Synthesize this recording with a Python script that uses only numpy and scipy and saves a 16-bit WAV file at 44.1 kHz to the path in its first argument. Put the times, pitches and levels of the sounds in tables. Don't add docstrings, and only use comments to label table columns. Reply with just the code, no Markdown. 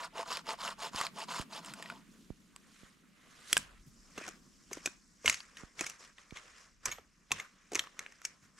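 import sys
import numpy as np
from scipy import signal
from scipy.fft import rfft, irfft, next_fast_len
from scipy.io import wavfile
from scipy.ndimage import uniform_filter1d, map_coordinates

SR = 44100
rng = np.random.default_rng(int(sys.argv[2]) if len(sys.argv) > 2 else 0)


def master(y):
    cut = np.clip(np.atleast_2d(y).T, -1, 1)
    pcm = np.round(cut * 32767)
    wavfile.write(sys.argv[1], SR, pcm.astype(np.int16))


N = 378819

# fastest_s, slowing_s, level_db, blade_over_wood_db
SAW_STROKES = [(.03, 0.057, -43.5, -5.5), (.205, 0.052, -41, -7), (.335, 0.088, -41, -2.5),
               (.52, 0.055, -39.5, -5), (.66, 0.092, -40.5, -2.5), (.85, 0.066, -41.5, -3.5),
               (1.005, 0.097, -39.5, -3), (1.21, .064, -46, -1), (1.357, 0.091, -40.5, -1),
               (1.565, 0.06, -46, -4), (1.69, 0.057, -50.5, -6.5), (1.8, 0.29, -53, -4)]
SPEED_UP_S = 0.091
# pitch_hz, width_hz, relative_level_db
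POLE_PULLED = [(540, 130, -9.5), (677, 29, 0), (982, 182, 1.5), (1370, 454, -2.5), (2060, 900, -12.5)]
POLE_PUSHED = [(450, 140, -9), (688, 40, -0.5), (868, 45, 3), (1080, 260, -2), (2210, 1500, -18)]
# pitch_hz, width_hz, relative_level_db
SAW_BLADE = [(2890, 850, -1), (4500, 980, 1), (5180, 560, 2), (6860, 900, -2.5), (8330, 2320, -8.5)]

# time_s, drone_db, wind_db
RUMBLE_LEVELS = [(0.0, -64.5, -71), (1.8, -57, -77), (2.36, -66, -75), (3.28, -68, -78.5),
                 (3.73, -69.5, -63.5), (4.3, -63.5, -71.5), (6.62, -77.5, -77), (6.88, -68.5, -65),
                 (7.13, -75, -77), (8.59, -71, -77.5)]
# frequency_hz, relative_level_db
DRONE_TONE = [(70, -63), (135, -7.5), (200, -1), (310, -9.5), (490, -23.5), (900, -36.5)]
WIND_TONE = [(15, -27.5), (30, -4), (130, -21), (200, -72.5)]

# time_s, twigs_db, snow_hiss_db
SLOW_STIR = [(1.92, -67.5, -76), (2.18, -71, -70), (2.53, -73, -74.5), (2.82, -64, -64.5),
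             (3.05, -72.5, -78.5), (3.5, -58, -60), (3.69, -59.5, -76), (3.83, -74.5, -70.5),
             (4.12, -69, -64.5), (4.41, -74, -71.5), (4.67, -71, -66.5), (5.04, -75, -70.5),
             (5.5, -66, -68.5), (6.15, -79.5, -75), (6.5, -58.5, -64), (6.8, -79, -78), (8.1, -64, -70),
             (8.5, -78, -75.5)]
# start_s, shaking_lasts_s, twigs_db, snow_hiss_db
SHAKES = [(3.485, 0.097, -56.5, -51.5), (4.18, 0.093, -51, -57), (4.729, 0.026, -53.5, -57),
          (4.847, .01, -55, -54), (5.281, 0.01, -41, -39), (5.582, 0.023, -56.5, -59.5),
          (5.799, .07, -48, -50.5), (6.002, 0.047, -58.5, -60), (6.194, .005, -59, -64.5),
          (6.363, 0.0072, -52.5, -58.5), (6.586, 0.029, -60.5, -61), (6.872, 0.0062, -45.5, -49.5),
          (7.338, 0.055, -50, -56.5), (7.761, 0.0059, -44.5, -50), (8.002, 0.015, -54.5, -65),
          (8.25, 0.0094, -56.5, -59), (8.432, 0.019, -65.5, -69.5), (8.59, 0.012, -62, -59.5)]
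JOLT_DB_PER_S = 500
TWIGS_SETTLE_DB_PER_S, SNOW_SETTLE_DB_PER_S = 162, 177.5
# frequency_hz, relative_level_db
TWIG_TONE = [(300, -15.5), (500, -10.5), (850, -15), (1100, -5.5), (1900, -6), (4200, -17.5), (6000, -44)]
SNOW_TONE = [(2500, -43), (3500, -15), (5300, 1), (7400, -2.5), (12200, -22), (14000, -34.5)]
SWEEP_TONE = [(1650, -36), (2800, -5.5), (5850, -4.5), (6930, -4), (12000, -15.5), (13800, -26),
              (15000, -45.5)]
THROWN_S = 3.83
SWEEP_PAN_DB = -1.5

# frequency_hz, time_to_fall_60_db_s
TREE_DECAY = [(300, 0.24), (2200, 0.3), (10000, 0.14)]
# frequency_hz, level_db
TREE_ECHO = [(300, -24), (2200, -20), (12000, -18)]

# start_s, base_level_db, twig_pitch_hz, relative_treble_db, burst_time_to_fall_60_db_s
BLOWS = [(.369, -28.5, 5200, -5, 0.011), (.958, -26, 4960, -7, .012), (1.01, -20, 1165, -9.5, 0.02),
         (1.065, -26, 4100, -13.5, 0.013), (1.412, -35.5, 4000, -3, .012), (1.645, -39, 3020, -4, .015),
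         (1.658, -46, 7400, 3, .02), (1.735, -38, 1470, 1, 0.023), (1.823, -34, 1840, -6, 0.018),
         (1.857, -39, 1900, -23.5, 0.03), (1.898, -30, 1446, -21, 0.025), (2.56, -42, 1100, 2, 0.011),
         (3.527, -13.5, 3290, 1.5, 0.015), (3.566, -10.5, 1610, -9.5, 0.016), (3.575, -22, 7100, 5, 0.009),
         (4.177, -36.5, 2700, -3, 0.028), (4.277, -34.5, 1480, -2.5, 0.024),
         (4.287, -36.5, 6540, 3, 0.0057), (4.729, -36.5, 2200, 9.5, 0.021), (4.857, -22, 2486, 1, 0.026),
         (4.872, -29, 1540, -14, 0.015), (5.257, -21, 2140, -2, 0.053), (5.276, -10, 2900, -20.5, 0.011),
         (5.295, -14, 2100, 0, 0.018), (5.324, -29.5, 6630, -6.5, 0.047), (5.341, -28.5, 4500, -3, 0.017),
         (5.402, -31.5, 4600, -17, .015), (5.568, -37.5, 1860, -6.5, 0.026),
         (5.791, -31.5, 2250, -9, 0.043), (5.807, -26, 2510, 1.5, 0.026), (5.863, -28.5, 2240, -2, .023),
         (5.896, -38.5, 2750, 6, .023), (6.181, -42.5, 1950, -18.5, 0.018), (6.306, -42, 2300, -10, 0.02),
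         (6.368, -37, 2140, -9.5, 0.04), (6.854, -26.5, 2350, 7.5, 0.021), (6.857, -30, 1020, 4.5, 0.026),
         (6.913, -36.5, 2200, -4, 0.051), (6.921, -30.5, 2260, -8, .03), (6.982, -46.5, 1340, -29, .023),
         (7.306, -39.5, 2630, -19, .025), (7.315, -12, 2680, -5.5, 0.01), (7.319, -26, 1083, 2.5, 0.026),
         (7.397, -28, 2130, -10, 0.022), (7.717, -49.5, 6500, 9, 0.022), (7.731, -36.5, 6700, 0, 0.03),
         (7.746, -32, 2340, 2, 0.022), (7.752, -25, 2580, 4.5, .015), (7.757, -24.5, 2140, -7.5, 0.0225),
         (7.791, -16, 3180, -7, .02), (7.869, -37, 1140, -45, 0.015), (7.99, -26, 2130, -3.5, 0.015),
         (8.061, -35.5, 1670, -43, 0.0098), (8.12, -48, 1870, -1.5, .023), (8.215, -43.5, 1390, -3, 0.012),
         (8.249, -29, 2280, 5.5, 0.025)]
SWELL = .2
SNAP_T60_S = .0008
# start_s, base_level_db
KNOCKS = [(3.527, -47.5), (4.177, -42), (4.211, -51), (4.278, -42.5), (4.713, -47), (4.77, -48.5),
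          (4.857, -47.5), (4.87, -46), (5.245, -43.5), (5.809, -38.5), (6.983, -54), (7.307, -47.5),
          (7.315, -44), (7.718, -44), (7.731, -47), (7.752, -41)]
KNOCK_T60_S = 0.035
# pitch_hz, width_hz, relative_level_db
TRUNK = [(286, 170, 4), (399.5, 150, 7.5), (710, 400, -1)]
SPLINTERING_WOOD = [(1140, 1100, 2.5), (2450, 1400, 12.5), (4270, 2000, 3.5)]
EARLY_TREBLE = [(5000, 530, -6.5), (8050, 1500, -2)]
LATE_TREBLE = [(4430, 400, -6.5), (6085, 1740, 8.5), (6600, 1500, 9), (7730, 260, 4), (11600, 4200, -14)]

# start_s, starting_level_db, left_minus_right_db
DROPS = [(0.946, -39.5, -9), (1.397, -32.5, -10), (2.304, -34.5, -10.5), (2.833, -50.5, -14.5),
         (5.635, -41, -10), (6.324, -40.5, -10.5)]

# start_s, level_before_soft_rise_db
THUDS = [(3.574, -45.5), (3.86, -50), (5.252, -43.5), (6.87, -50.5), (7.311, -47), (7.75, -57),
         (8.424, -56.5)]
# frequency_hz, relative_level_db
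THUD_TONE = [(30, -18.5), (70, -3.5), (160, 0), (260, -6), (450, -32.5)]
THUD_RISE_S, THUD_T60_S = .008, 0.19

# start_s, base_level_db
HEAD_RINGS = [(6.914, -41), (7.402, -53), (7.793, -47)]
# pitch_hz, average_relative_level_db, time_to_fall_60_db_s
HEAD_TONES = [(6670, 7.5, 0.062), (12900, -8, 0.19)]

# frequency_hz, lead_radians
LEFT_LEAD = [(900, -.15), (3200, -.8), (5400, -.35), (7800, -.5), (11400, -.1), (12800, 2.1), (15400, .2)]
# frequency_hz, left_minus_right_db
LEFT_TILT = [(200, -0.5), (10000, -0.5), (12900, -6), (15000, -3)]
TOP_HZ = 16300

HALVES = np.array([[.5], [-.5]])


def amp(db):
    return 10 ** (np.asarray(db) / 20)


def unit(x):
    return x / np.sqrt(np.mean(x ** 2) + 1e-20)


def along(points, hz):
    f, v = np.transpose(points)
    return np.interp(np.log(hz + 1), np.log(f + 1), v)


def curves(rows):
    s, *columns = np.transpose(rows)
    return [np.interp(np.arange(N) / SR, s, column) for column in columns]


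def wobble(rate):
    points = rng.standard_normal(int(N * rate / SR) + 4)
    return map_coordinates(points, [np.arange(N) * rate / SR])


def filtered(x, response):
    m = next_fast_len(N + SR // 2)
    return irfft(rfft(x, m) * response(np.fft.rfftfreq(m, 1 / SR)), m)[..., :N]


def unit_gain(response):
    return response / np.sqrt(np.mean(abs(response) ** 2))


def body(modes):
    def response(f):
        total = 0
        for k, (center, width, db) in enumerate(modes):
            ring = 1j * f * width / (center * center - f * f + 1j * f * width)
            total = total + (-1) ** k * amp(db) * ring
        return unit_gain(total)
    return response


def gritty(rate, depth_db, patchy_db=0, size=5):
    z = signal.stft(rng.standard_normal(N), nperseg=128)[2]
    patches = uniform_filter1d(rng.standard_normal(z.shape), size=3, axis=0)
    patches = uniform_filter1d(patches, size=size, axis=1)
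    noise = signal.istft(z * amp(patchy_db * unit(patches)), nperseg=128)[1][:N]
    return unit(noise * amp(depth_db * wobble(rate)))


def pair(spectrum, alike, grit):
    turn = np.arccos(np.clip(alike, 0, 1)) / 2
    mid, side = filtered(np.array([grit(), grit()]), lambda hz: amp(along(spectrum, hz)))
    return unit(np.cos(turn) * mid + np.sin(turn) * side * [[1], [-1]])


def saw():
    t = np.arange(N) / SR
    teeth = gritty(480, depth_db=2.4, patchy_db=3, size=7)
    teeth += (rng.random(N) < 40 / SR) * rng.normal(0, 6, N)
    wood = [unit(filtered(teeth, body(modes))) for modes in (POLE_PULLED, POLE_PUSHED)]
    steel = unit(filtered(teeth, body(SAW_BLADE))) * amp(1.5 * wobble(23.52))
    out = np.zeros(N)
    for k, (fastest, slowing, db, blade_db) in enumerate(SAW_STROKES):
        ramp = np.interp(t, [fastest - SPEED_UP_S, fastest, fastest + slowing], [0, 1, 0])
        speed = np.sin(np.pi / 2 * ramp)
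        bite = speed ** (1.3, 2.2)[k % 2]
        out += amp(db) * bite * (wood[k % 2] + amp(blade_db) * steel)
    return out


def rumble():
    drone_db, wind_db = curves(RUMBLE_LEVELS)
    drone = pair(DRONE_TONE, .65, lambda: gritty(20, depth_db=1.5))
    wind = pair(WIND_TONE, 0.73, lambda: gritty(26, depth_db=0.5))
    return amp(drone_db) * drone + amp(wind_db) * wind


def shaking():
    t = np.arange(N) / SR
    power = amp(2 * np.array(curves(SLOW_STIR)))
    settle = np.array([[TWIGS_SETTLE_DB_PER_S], [SNOW_SETTLE_DB_PER_S]])
    for s, lasts, twigs_db, hiss_db in SHAKES:
        at = slice(round((s - .2) * SR), round((s + .6) * SR))
        before = np.maximum(s - t[at], 0)
        after = np.maximum(t[at] - s - lasts, 0)
        loss_db = JOLT_DB_PER_S * before + settle * after
        power[:, at] += amp(2 * (np.array([[twigs_db], [hiss_db]]) - loss_db))
    return 10 * np.log10(power)


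def rustle():
    twigs_db, hiss_db = shaking()
    lumps_db = np.clip((twigs_db + 76.0) / 25, 0, 1) * 2.4 * wobble(300)
    twigs = pair(TWIG_TONE, 0.71, lambda: gritty(240, depth_db=0.0, patchy_db=2.6, size=30))
    sift = pair(SNOW_TONE, 0.78, lambda: gritty(240, depth_db=0.84, patchy_db=2.5))
    sweep = unit(filtered(sift, lambda hz: amp(along(SWEEP_TONE, hz) - along(SNOW_TONE, hz))))
    early = np.arange(N) < THROWN_S * SR
    hiss = np.where(early, sweep, sift)
    both = amp(twigs_db + lumps_db) * twigs + amp(hiss_db + lumps_db) * hiss
    return both * amp(early * SWEEP_PAN_DB * HALVES)


def trees(x):
    hz, t, z = signal.stft(rng.standard_normal((2, SR // 2)), SR, nperseg=256)
    fade = amp(-60 * t / along(TREE_DECAY, hz)[:, None])
    tail = signal.istft(z * fade, SR, nperseg=256)[1]
    delayed = np.pad(x, (300, 0))[None]
    return signal.fftconvolve(delayed, tail / np.linalg.norm(tail[0]), axes=1)[:, :N]


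def blows():
    burst, twig = np.zeros((4, N + SR)), np.zeros(N + SR)
    t = np.arange(-SR // 100, SR // 8) / SR
    for s, db, hz, treble_db, t60 in BLOWS:
        start = round((s + .0025 + t[0]) * SR)
        at = slice(start, start + len(t))
        slope = np.where(t < 0, -t / SWELL, t) / t60
        snap = 1.1 * amp(-60 * abs(t) / SNAP_T60_S)
        shape = amp(db) * (amp(-60 * slope) + snap)
        treble_row = 2 + int(s > THROWN_S)
        burst[[1, treble_row], at] += shape * rng.standard_normal(len(t)) * amp([[-9], [treble_db - 5]])
        ring_db = db - 3.5 + 0.022 * (db + 29.5)
        ring_fade_db = -60 * slope * (hz / 2800) ** 0.42
        twig[at] += amp(ring_db + ring_fade_db) * (t > 0) * np.sin(2 * np.pi * hz * t)
    for s, db in KNOCKS:
        knock = amp(db + 8 - 60 * abs(t) / KNOCK_T60_S) * (t > 0)
        burst[0, round((s + t[0]) * SR):][:len(t)] += knock * rng.standard_normal(len(t))
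    bodies = (TRUNK, SPLINTERING_WOOD, EARLY_TREBLE, LATE_TREBLE)
    return twig[:N] + sum(filtered(b[:N], body(modes)) for b, modes in zip(burst, bodies))


def drops():
    out, t = np.zeros((2, N + SR)), np.arange(SR // 8) / SR
    turns = 32 * t + 1.14 * (1 - np.exp(-t / 0.0027))
    thump = np.sin(2 * np.pi * turns) * amp(-60 * t / 0.052)
    for s, db, pan_db in DROPS:
        start = round(s * SR)
        out[:, start:start + len(t)] += amp(db + pan_db * HALVES) * thump
    return out[:, :N]


def thuds():
    shape, t = np.zeros(N + SR), np.arange(SR // 2) / SR
    for s, db in THUDS:
        puff = amp(db - 60 * t / THUD_T60_S) * (1 - np.exp(-t / THUD_RISE_S))
        shape[round(s * SR):][:len(t)] += puff
    return shape[:N] * pair(THUD_TONE, .9, lambda: rng.standard_normal(N))


def head():
    out, t = np.zeros(N + SR), np.arange(SR // 4) / SR
    for s, db in HEAD_RINGS:
        ring = np.zeros(len(t))
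        for hz, level, t60 in HEAD_TONES:
            ring += amp(level + rng.normal(0, 2.6) - 60 * t / t60) * np.sin(2 * np.pi * hz * t)
        out[round(s * SR):][:len(t)] += amp(db) * ring * (1 - np.exp(-t / 0.0022))
    return out[:N]


def scene():
    work = saw() + blows() + head()
    aside = np.interp(np.arange(N) / SR, [2, 3, THROWN_S, THROWN_S + .1], [0, 1, 1, 0])

    def port_response(hz):
        return amp(HALVES * along(LEFT_TILT, hz)) * np.exp(1j * HALVES * along(LEFT_LEAD, hz))

    ports = amp(HALVES * aside * SWEEP_PAN_DB) * filtered(work, port_response)
    echo = trees(filtered(work, lambda hz: amp(along(TREE_ECHO, hz))))
    return ports + echo + rustle() + thuds() + drops() + rumble()


def record(dry):
    return filtered(dry, lambda hz: (hz < TOP_HZ) / (1 + (hz / 14100) ** 12))


dry = scene()
out = record(dry)
master(out)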